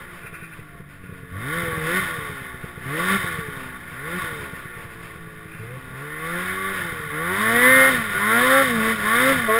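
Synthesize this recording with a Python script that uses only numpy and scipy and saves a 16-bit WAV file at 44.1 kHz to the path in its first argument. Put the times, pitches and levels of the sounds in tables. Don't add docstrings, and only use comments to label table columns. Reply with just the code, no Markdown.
import sys
import numpy as np
from scipy import signal
from scipy.fft import rfft, irfft, next_fast_len
from scipy.io import wavfile
from scipy.ndimage import uniform_filter1d

SR = 44100
rng = np.random.default_rng(int(sys.argv[2]) if len(sys.argv) > 2 else 0)


def digitize_waveform(pressure):
    field = np.atleast_2d(pressure).T
    bounded = np.clip(field, -1, 1)
    quanta = np.round(bounded * 32767).astype(np.int16)
    wavfile.write(sys.argv[1], SR, quanta)


def elevation(decibels):
    levels = np.asarray(decibels, float)
    return 10 ** (levels / 20)


N = 422914


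def level(x, db):
    return x * elevation(db) / np.sqrt(np.mean(x ** 2))


def colour(x, points):
    hz, db = np.transpose(points)
    size = next_fast_len(N)
    bins = np.arange(size // 2 + 1) * SR / size + 1
    gain = elevation(np.interp(np.log(bins), np.log(hz), db, right=-120))
    return irfft(rfft(x, size) * gain, size)[:N]


def ring(x, modes):
    out = 0
    for k, (hz, width, db) in enumerate(modes):
        b, a = signal.iirpeak(hz, hz / width, SR)
        out = out + (-1) ** k * elevation(db) * signal.lfilter(b, a, x)
    return out


def walk(rate):
    k = int(SR / rate / 32)
    steps = np.repeat(rng.standard_normal(N // (32 * k) + 1), k)
    slow = uniform_filter1d(uniform_filter1d(steps, k), k)
    return np.repeat(slow, 32)[:N]


def held(rows, slew_s):
    t = np.arange(N) / SR
    steps = sum(v * (t >= a) * (t < b) for a, b, v in rows)
    return uniform_filter1d(steps, size=int(slew_s * SR))


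# frequency in Hz, density in dB per Hz.
WIND_SPECTRUM = [(20, -0.5), (40, -16), (70, -4), (150, -24), (400, -17.5)]


def wind():
    noise = level(colour(rng.standard_normal(N), WIND_SPECTRUM), -49.5)
    return noise * elevation(0.79 * walk(7.6))


# peak in seconds,
# rise and fall in seconds, peak in dB.
SCUFFS = [(.235, 0.039, .04, -48), (.27, .015, 0.036, -41.5), (.347, 0.022, 0.047, -39),
          (.41, 0.027, .02, -53), (.447, 0.034, 0.036, -41.5), (.535, .08, 0.018, -48.5),
          (.597, .012, 0.065, -54), (1.04, .04, .15, -54), (1.14, .008, .008, -53), (4.8, .2, .2, -53),
          (5.43, .01, .09, -68), (5.514, 0.044, 0.29, -48), (5.69, 0.01, 0.052, -53),
          (5.79, .015, .03, -62)]


def rustle():
    grains = rng.standard_normal(N) * elevation(1.5 * walk(150))
    bright = [(2410, 180, 0.66), (2710, 55, -0.92)]
    broad = [(1450, 210, 0), (2070, 170, -5.5), (3560, 1500, -36)]
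    grains = ring(ring(grains, bright), bright) + ring(grains, broad)
    t, swell = np.arange(N) / SR, np.zeros(N)
    drop_db = 19
    for s, rise, fall, db in SCUFFS:
        near = slice(int((s - 2 * rise) * SR), int((s + 2 * fall) * SR))
        away = np.maximum((s - t[near]) / rise, (t[near] - s) / fall)
        swell[near] += elevation(db - drop_db * away)
    return level(grains, 0) * swell


# frequency in Hz, density in dB per Hz.
ROAR_SPECTRUM = [(40, -9.5), (90, -12), (160, -4), (250, -9.5), (450, -9), (600, -5), (800, -17),
                 (1000, -4), (2500, -8), (4000, -22), (5600, -24.5), (6000, -58)]


def roar(hz, clatter_db):
    noise = level(colour(rng.standard_normal(N), ROAR_SPECTRUM), 0)
    return noise * elevation(0.54 * clatter_db - 24 + 0.027 * (hz - 147) + 3.8 * walk(18))


# start in seconds, length in seconds, pitch in Hz, level in dB.
BELT_CHIRPS = [
    (8.147, 0.037, 1450, -26.5),
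]


def chirps():
    t, out = np.arange(N) / SR, 0
    for s, length, hz, db in BELT_CHIRPS:
        gate = uniform_filter1d(1. * (t > s) * (t < s + length), size=250)
        out = out + elevation(db + 5.5) * gate * np.sin(2 * np.pi * hz * (t - s))
    return out


# time in seconds, peak in dB.
STRAY_FIRINGS = [(.25, -25), (.33, -25), (.428, -26), (0.5, -34.5), (0.593, -24.5), (.753, -30), (.804, -24),
                 (1.04, -27), (1.095, -24), (1.126, -22), (1.234, -25), (4.658, -23), (4.773, -26),
                 (4.854, -26), (4.941, -29), (5.009, -31), (5.113, -32), (5.159, -24), (5.186, -29),
                 (5.274, -26), (5.459, -27), (5.552, -28),
                 (1.565, -24), (1.998, -24), (2.19, -18.5), (2.3, -21), (2.419, -23.5), (2.545, -25),
                    (2.643, -18), (2.779, -19.5), (2.878, -25), (3.164, -24), (3.245, -16.5), (3.391, -16),
                    (3.488, -19.5), (3.574, -23), (3.664, -28), (3.873, -40), (3.922, -25.5), (4.243, -19),
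                    (4.329, -20.5), (4.407, -30), (4.435, -23), (4.536, -20.5), (6.928, -18),
                    (7.003, -21.5), (7.068, -24), (8.173, -21), (8.787, -18)]
# first and last time in seconds, gap in seconds, peak in dB.
STUMBLE_RUNS = [
    (1.636, 1.8, .048, -16),
    (5.603, 5.78, .034, -28),
    (5.881, 5.95, .029, -27.5),
    (6.804, 6.86, .025, -23),
    (8.64, 8.7, .045, -20),
    (2.81, 2.86, .033, -30),
]


def kicks():
    runs = [(s, db) for a, b, gap, db in STUMBLE_RUNS for s in np.arange(a, b, gap)]
    s, db = np.transpose(STRAY_FIRINGS + runs)
    out = np.zeros(N)
    out[((s - .01) * SR).astype(int)] = elevation(db)
    return out


# frequency in Hz, width in Hz, level in dB.
SILENCER_BOXES = [(174, 10, 0), (87, 16, -47), (490, 71, 17.5)]


def misfires():
    t = np.arange(6000) / SR - .01
    push = np.exp(-(t / .0011) ** 2)
    push -= .5 * np.exp(-((np.abs(t) - .0035) / .0013) ** 2)
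    shape = push + .8 * ring(push, SILENCER_BOXES)
    return signal.fftconvolve(kicks(), elevation(-3.5) * shape / shape.max())[:N]


# frequency in Hz, width in Hz, level in dB.
NUDGED_BOXES = [(170.6, 31, 0.5), (95, 41, -2)]


def putter(turn, opening, clatter_db):
    chance, under_db = .3, -3
    starts = np.flatnonzero(np.diff(np.floor(turn / (2 * np.pi))))
    fires, size = rng.random((N // 100, 2))[:len(starts)].T
    size_db = under_db + 0.56 * clatter_db[starts] + 14 * (size - .5)
    out = np.zeros(N)
    out[starts] = (fires < chance) * (opening[starts] < .15) * elevation(size_db)
    return elevation(31) * ring(uniform_filter1d(out, size=60), NUDGED_BOXES)


# time in seconds, firing rate then in Hz, load until the next move in dB.
THUMB_MOVES = [(0, 123.1, -2), (.52, 108, -2), (1.01, 94, 2), (1.32, 88.8, 1.5), (1.6, 171.7, 0),
               (1.823, 156.1, 2.5), (2.0, 189.9, 1.5), (2.79, 117.3, 1.5), (3.17, 196.9, 1),
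               (3.92, 118.6, -3.5), (4.19, 181.5, 0.5), (5.58, 107.5, -6.5), (5.801, 132.4, -3),
               (5.92, 128, -3.5), (6.03, 145, -4), (6.22, 158.6, -1), (6.42, 181.5, -3.5),
               (6.731, 193.2, -0.5), (7.11, 146.9, 2), (7.44, 218.8, 0), (7.71, 261, 0), (7.9, 265.3, 1),
               (8.15, 194, 0), (8.625, 271.5, 1.5), (8.79, 219, -4), (8.91, 225, 1), (9.02, 206.8, -0.5),
               (9.328, 270.6, 0), (9.485, 217, -2), (9.6, 234, 0)]


def speed():
    coast_s, pickup_s, flywheel_s = .31, .22, 0.038
    s, hz, _ = np.transpose(THUMB_MOVES)
    t = np.arange(N) / SR
    row = np.clip(np.searchsorted(s, t) - 1, 0, len(s) - 2)
    since = np.clip(t - s[row], 0, None)
    span, change = np.diff(s)[row], np.diff(hz)[row]
    up = np.diff(hz, prepend=np.inf, append=0) > 0
    rose_before, rises_on = up[row], up[row + 2]
    done = np.clip(since / span, 0, 1)
    lag = pickup_s / span * ~rose_before / (1 + rises_on)
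    rise = np.where(rises_on, done, np.sin(np.pi / 2 * done)) ** (1 + lag)
    sag = (1 - np.exp(-since / coast_s)) / (1 - np.exp(-span / coast_s))
    revs = hz[row] + change * np.where(change > 0, rise, sag)
    return uniform_filter1d(revs, size=int(flywheel_s * SR))


# from and to in seconds, opening 0-1.
THROTTLE_OPEN = [(1.32, 2.0, .5), (2.86, 3.17, .5), (3.92, 4.19, .5), (5.6, 5.8, .42), (5.92, 6.73, .7),
                 (6.73, 6.9, .2), (7.12, 7.9, 1), (8.15, 8.625, 1), (8.78, 8.92, .7), (9.03, 9.328, .9),
                 (9.485, 9.59, 1)]
# firing rate in Hz, first, second and third tone in dB, clatter in dB.
ENGINE_PULLING = [(90, -36, -44.5, -51, -38.5), (135.5, -35, -45.5, -48, -32.5),
                  (164.7, -37.5, -41.5, -34, -27.5), (186, -33.5, -32.5, -44, -23),
                  (200.7, -37.5, -37.5, -43, -21.5), (203.7, -30, -37, -48, -20.5),
                  (238.4, -28, -28.5, -36.5, -15), (286, -27.5, -18, -49, -14.5)]
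# firing rate in Hz, first, second and third tone in dB, clatter in dB.
ENGINE_COASTING = [(94, -57, -56, -56, -48), (110, -53.5, -65.5, -53, -42.5), (129.2, -53.5, -48, -56, -37),
                   (151.5, -40, -54, -43, -33), (170.3, -43, -45, -48, -28), (179.97, -49, -47, -51.5, -28),
                   (224, -31.5, -45, -54, -26.5), (244.5, -30, -33.5, -42, -22)]


def loudness(hz):
    load_slew_s, snap_s = 0.059, 0.0027

    def read(rows):
        rate, *columns = np.transpose(rows)
        return np.array([np.interp(hz, rate, column) for column in columns])

    pulling, coasting = read(ENGINE_PULLING), read(ENGINE_COASTING)
    loads = [(a[0], b[0], a[2]) for a, b in zip(THUMB_MOVES, THUMB_MOVES[1:])]
    load_db = held(loads, load_slew_s)
    gas = [(a, b, min(2 * opening, 1.)) for a, b, opening in THROTTLE_OPEN]
    gain_db = pulling - coasting
    tones_db = coasting[:3] + held(gas, snap_s) * gain_db[:3] + 1.2 * load_db
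    clatter_db = coasting[3] + held(gas, load_slew_s) * gain_db[3] + load_db
    return tones_db, clatter_db


# frequency in Hz, width in Hz, level in dB.
CASE_MODES = [(689.6, 16, -14.5), (875, 17, -13.5), (1050, 35, -26), (1130.6, 36.6, 0), (1441, 45, 1),
              (1690, 41, -1.5), (1814, 48, 0), (2078, 112, -4.5), (2347, 175, -12.5), (2397, 77, -10.5),
              (2580, 85, -22)]
# frequency in Hz, width in Hz, level in dB.
COWL_MODES = [(3025, 256, -17), (3635, 188, -13.5), (4340, 185, -26.5), (4710, 200, -28.5),
              (5340, 370, -28.5)]
# frequency in Hz, width in Hz, level in dB.
TAIL_PIPE = [(650, 95, -19), (806, 280, -35.5), (1088, 158, -7), (1133.6, 71, -0.5), (1391, 122, -5),
             (1676, 180, -2.5), (1773, 187, -2), (2084, 205, -6)]


def clatter(turn, hz, opening, clatter_db):
    cycle = np.floor(turn / (2 * np.pi)).astype(int)
    phase = turn / (2 * np.pi) % 1
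    size = elevation(1.02 * rng.standard_normal(N // 50)[cycle] - 0.72 * (cycle % 2))
    gas = (1.04 + np.exp(-phase / .5)) * size * rng.standard_normal(N)
    start = 2 * np.pi * rng.random(50)
    orders = np.zeros(N)
    for k in range(8, 40):
        orders += elevation(3.5 * walk(12) - 5.5 * (k % 2)) * np.sin(k * turn / 2 + start[k])
    orders = orders * np.sqrt(hz)
    clean = .25 + .52 * opening
    steep = signal.butter(4, 2350, fs=SR, output="sos")
    lines = level(signal.sosfilt(steep, ring(orders, TAIL_PIPE)), 0)
    cowl = elevation(0.22 * (clatter_db + 28.5)) * ring(gas, COWL_MODES)
    case = level(ring(gas, CASE_MODES) - cowl, 0)
    swell = elevation(clatter_db + walk(12))
    return swell * (elevation(-2.15) * lines * np.sqrt(clean) + case * np.sqrt(1 - clean))


# frequency in Hz, width in Hz, level in dB.
MUFFLER_MODES = [(436, 66, 1.5), (555, 39, -1.5), (701, 68, -2), (796, 80, -4.5), (888, 63, 0)]


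def ladder(turn, opening, clatter_db):
    waver_db, odd_db = 4, -2
    orders = np.zeros(N)
    for k in range(5, 16):
        orders += elevation(waver_db * walk(10) + odd_db * (k % 2)) * np.sin(k * turn / 2 + k ** 2)
    push_db = -24.5 + 0.77 * clatter_db + 3 * opening
    return ring(ring(orders, [(740, 800, 0)]), MUFFLER_MODES) * elevation(push_db)


# from and to in seconds, multiple of the firing rate, level
# in dB.
SINGING_ORDERS = [(1.11, 1.403, 5, -55), (4.698, 5.548, 4, -52.5), (5.593, 5.766, 4, -46),
                  (6.22, 6.32, 7, -33), (6.57, 6.69, 6, -29), (7.56, 7.9, 7, -24), (7.547, 7.879, 8, -22.5),
                  (7.621, 7.914, 4, -27), (7.703, 7.9, 5, -33), (8.3, 8.52, 6, -28),
                  (8.452, 8.629, 4, -23.5), (8.501, 8.631, 5, -27), (9.215, 9.335, 4, -37),
                  (9.49, 9.599, 5, -25), (9.484, 9.51, 3, -21), (9.51, 9.6, 3, -33), (9.484, 9.602, 2, -24),
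                  (7.8, 7.899, 3, -36), (8.7, 8.931, 2, -33), (8.7, 8.95, 1, -33), (5.59, 5.789, 1, -41.5),
                  (0.0, .9, 2, -53), (0.0, .7, 4, -57), (8.201, 8.42, 5, -30.5), (8.35, 8.619, 3, -35),
                  (9.05, 9.25, 5, -35), (3.103, 3.172, 1, -31.5), (4.132, 4.19, 1, -36),
                  (7.3, 7.68, 5, -32.5)]


def singing(turn):
    out = np.zeros(N)
    for start, end, order, db in SINGING_ORDERS:
        near = slice(int((start - .05) * SR) if start > .05 else int((start - .05) * SR),
                     int((end + .05) * SR))
        t = np.arange(N)[near] / SR
        gate = uniform_filter1d(1. * (t > start) * (t < end), size=600)
        out[near] += elevation(db + 3 + 2 * walk(28)[near]) * gate * np.sin(order * turn[near])
    return out


# multiple of the firing rate, level in dB.
UNEVEN_ORDERS = [(.5, -6), (1.5, 0), (2.5, -3), (3.5, -7.5)]
# frequency in Hz, width in Hz, level in dB.
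PIPE_MODES = [(89, 59, -2.5), (159, 19.3, 4), (256, 156, -15), (472, 117, -2.5), (693, 13, -5),
              (840, 33, -26.5)]


def exhaust(turn, tones_db, clatter_db):
    tones, extra = np.zeros(N), np.zeros(N)
    for k, db in enumerate(tones_db):
        tones += elevation(db + 2.65 * walk(25)) * np.sin((k + 1) * turn + 1.34 * k ** 2)
    for order, db in UNEVEN_ORDERS:
        extra += elevation(db + 3.4 * walk(12)) * np.sin(order * turn + order ** 2)
    return np.sqrt(2) * tones + ring(extra * elevation(0.58 * clatter_db - 21.5), PIPE_MODES)


def scene():
    hz = speed()
    tones_db, clatter_db = loudness(hz)
    opening = held(THROTTLE_OPEN, .02)
    turn = 2 * np.pi * np.cumsum(hz * (1 + 0.002003 * walk(40))) / SR
    near_mic = wind() + elevation(6.5) * rustle()
    machine = roar(hz, clatter_db) + chirps()
    firing = misfires() + putter(turn, opening, clatter_db)
    rasp = clatter(turn, hz, opening, clatter_db) + ladder(turn, opening, clatter_db)
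    tones = singing(turn) + exhaust(turn, tones_db, clatter_db)
    return (near_mic + machine + firing + rasp + tones)[None]


def roll_off(x):
    return signal.sosfilt(signal.butter(12, 15630, fs=SR, output="sos"), x)


# frequency in Hz, width in Hz, depth 0-1.
CASE_DIPS = [(616, 39, 0.9), (759, 57, 0.77), (954, 73, 0.46), (1300, 67, 0.5), (1670, 21, 0.53),
             (2840, 150, 0.63), (3440, 40, 0.2), (4230, 250, 0.7), (4520, 140, 0.34), (5600, 320, 0.57)]


def record(dry):
    store_hz, repeats = 12000, 4
    for hz, width, depth in CASE_DIPS:
        b, a = signal.iirpeak(hz, hz / width, SR)
        dry = dry - depth * signal.lfilter(b, a, dry)
    stored = signal.resample_poly(dry, store_hz // 300, SR // 300, axis=1)
    stepped = np.repeat(stored, repeats, axis=1)
    out = signal.resample_poly(stepped, SR // 300, repeats * store_hz // 300, axis=1)[:, :N]
    return roll_off(np.pad(out, ((0, 0), (0, N - out.shape[1]))))


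dry = scene()
out = record(dry)
digitize_waveform(out)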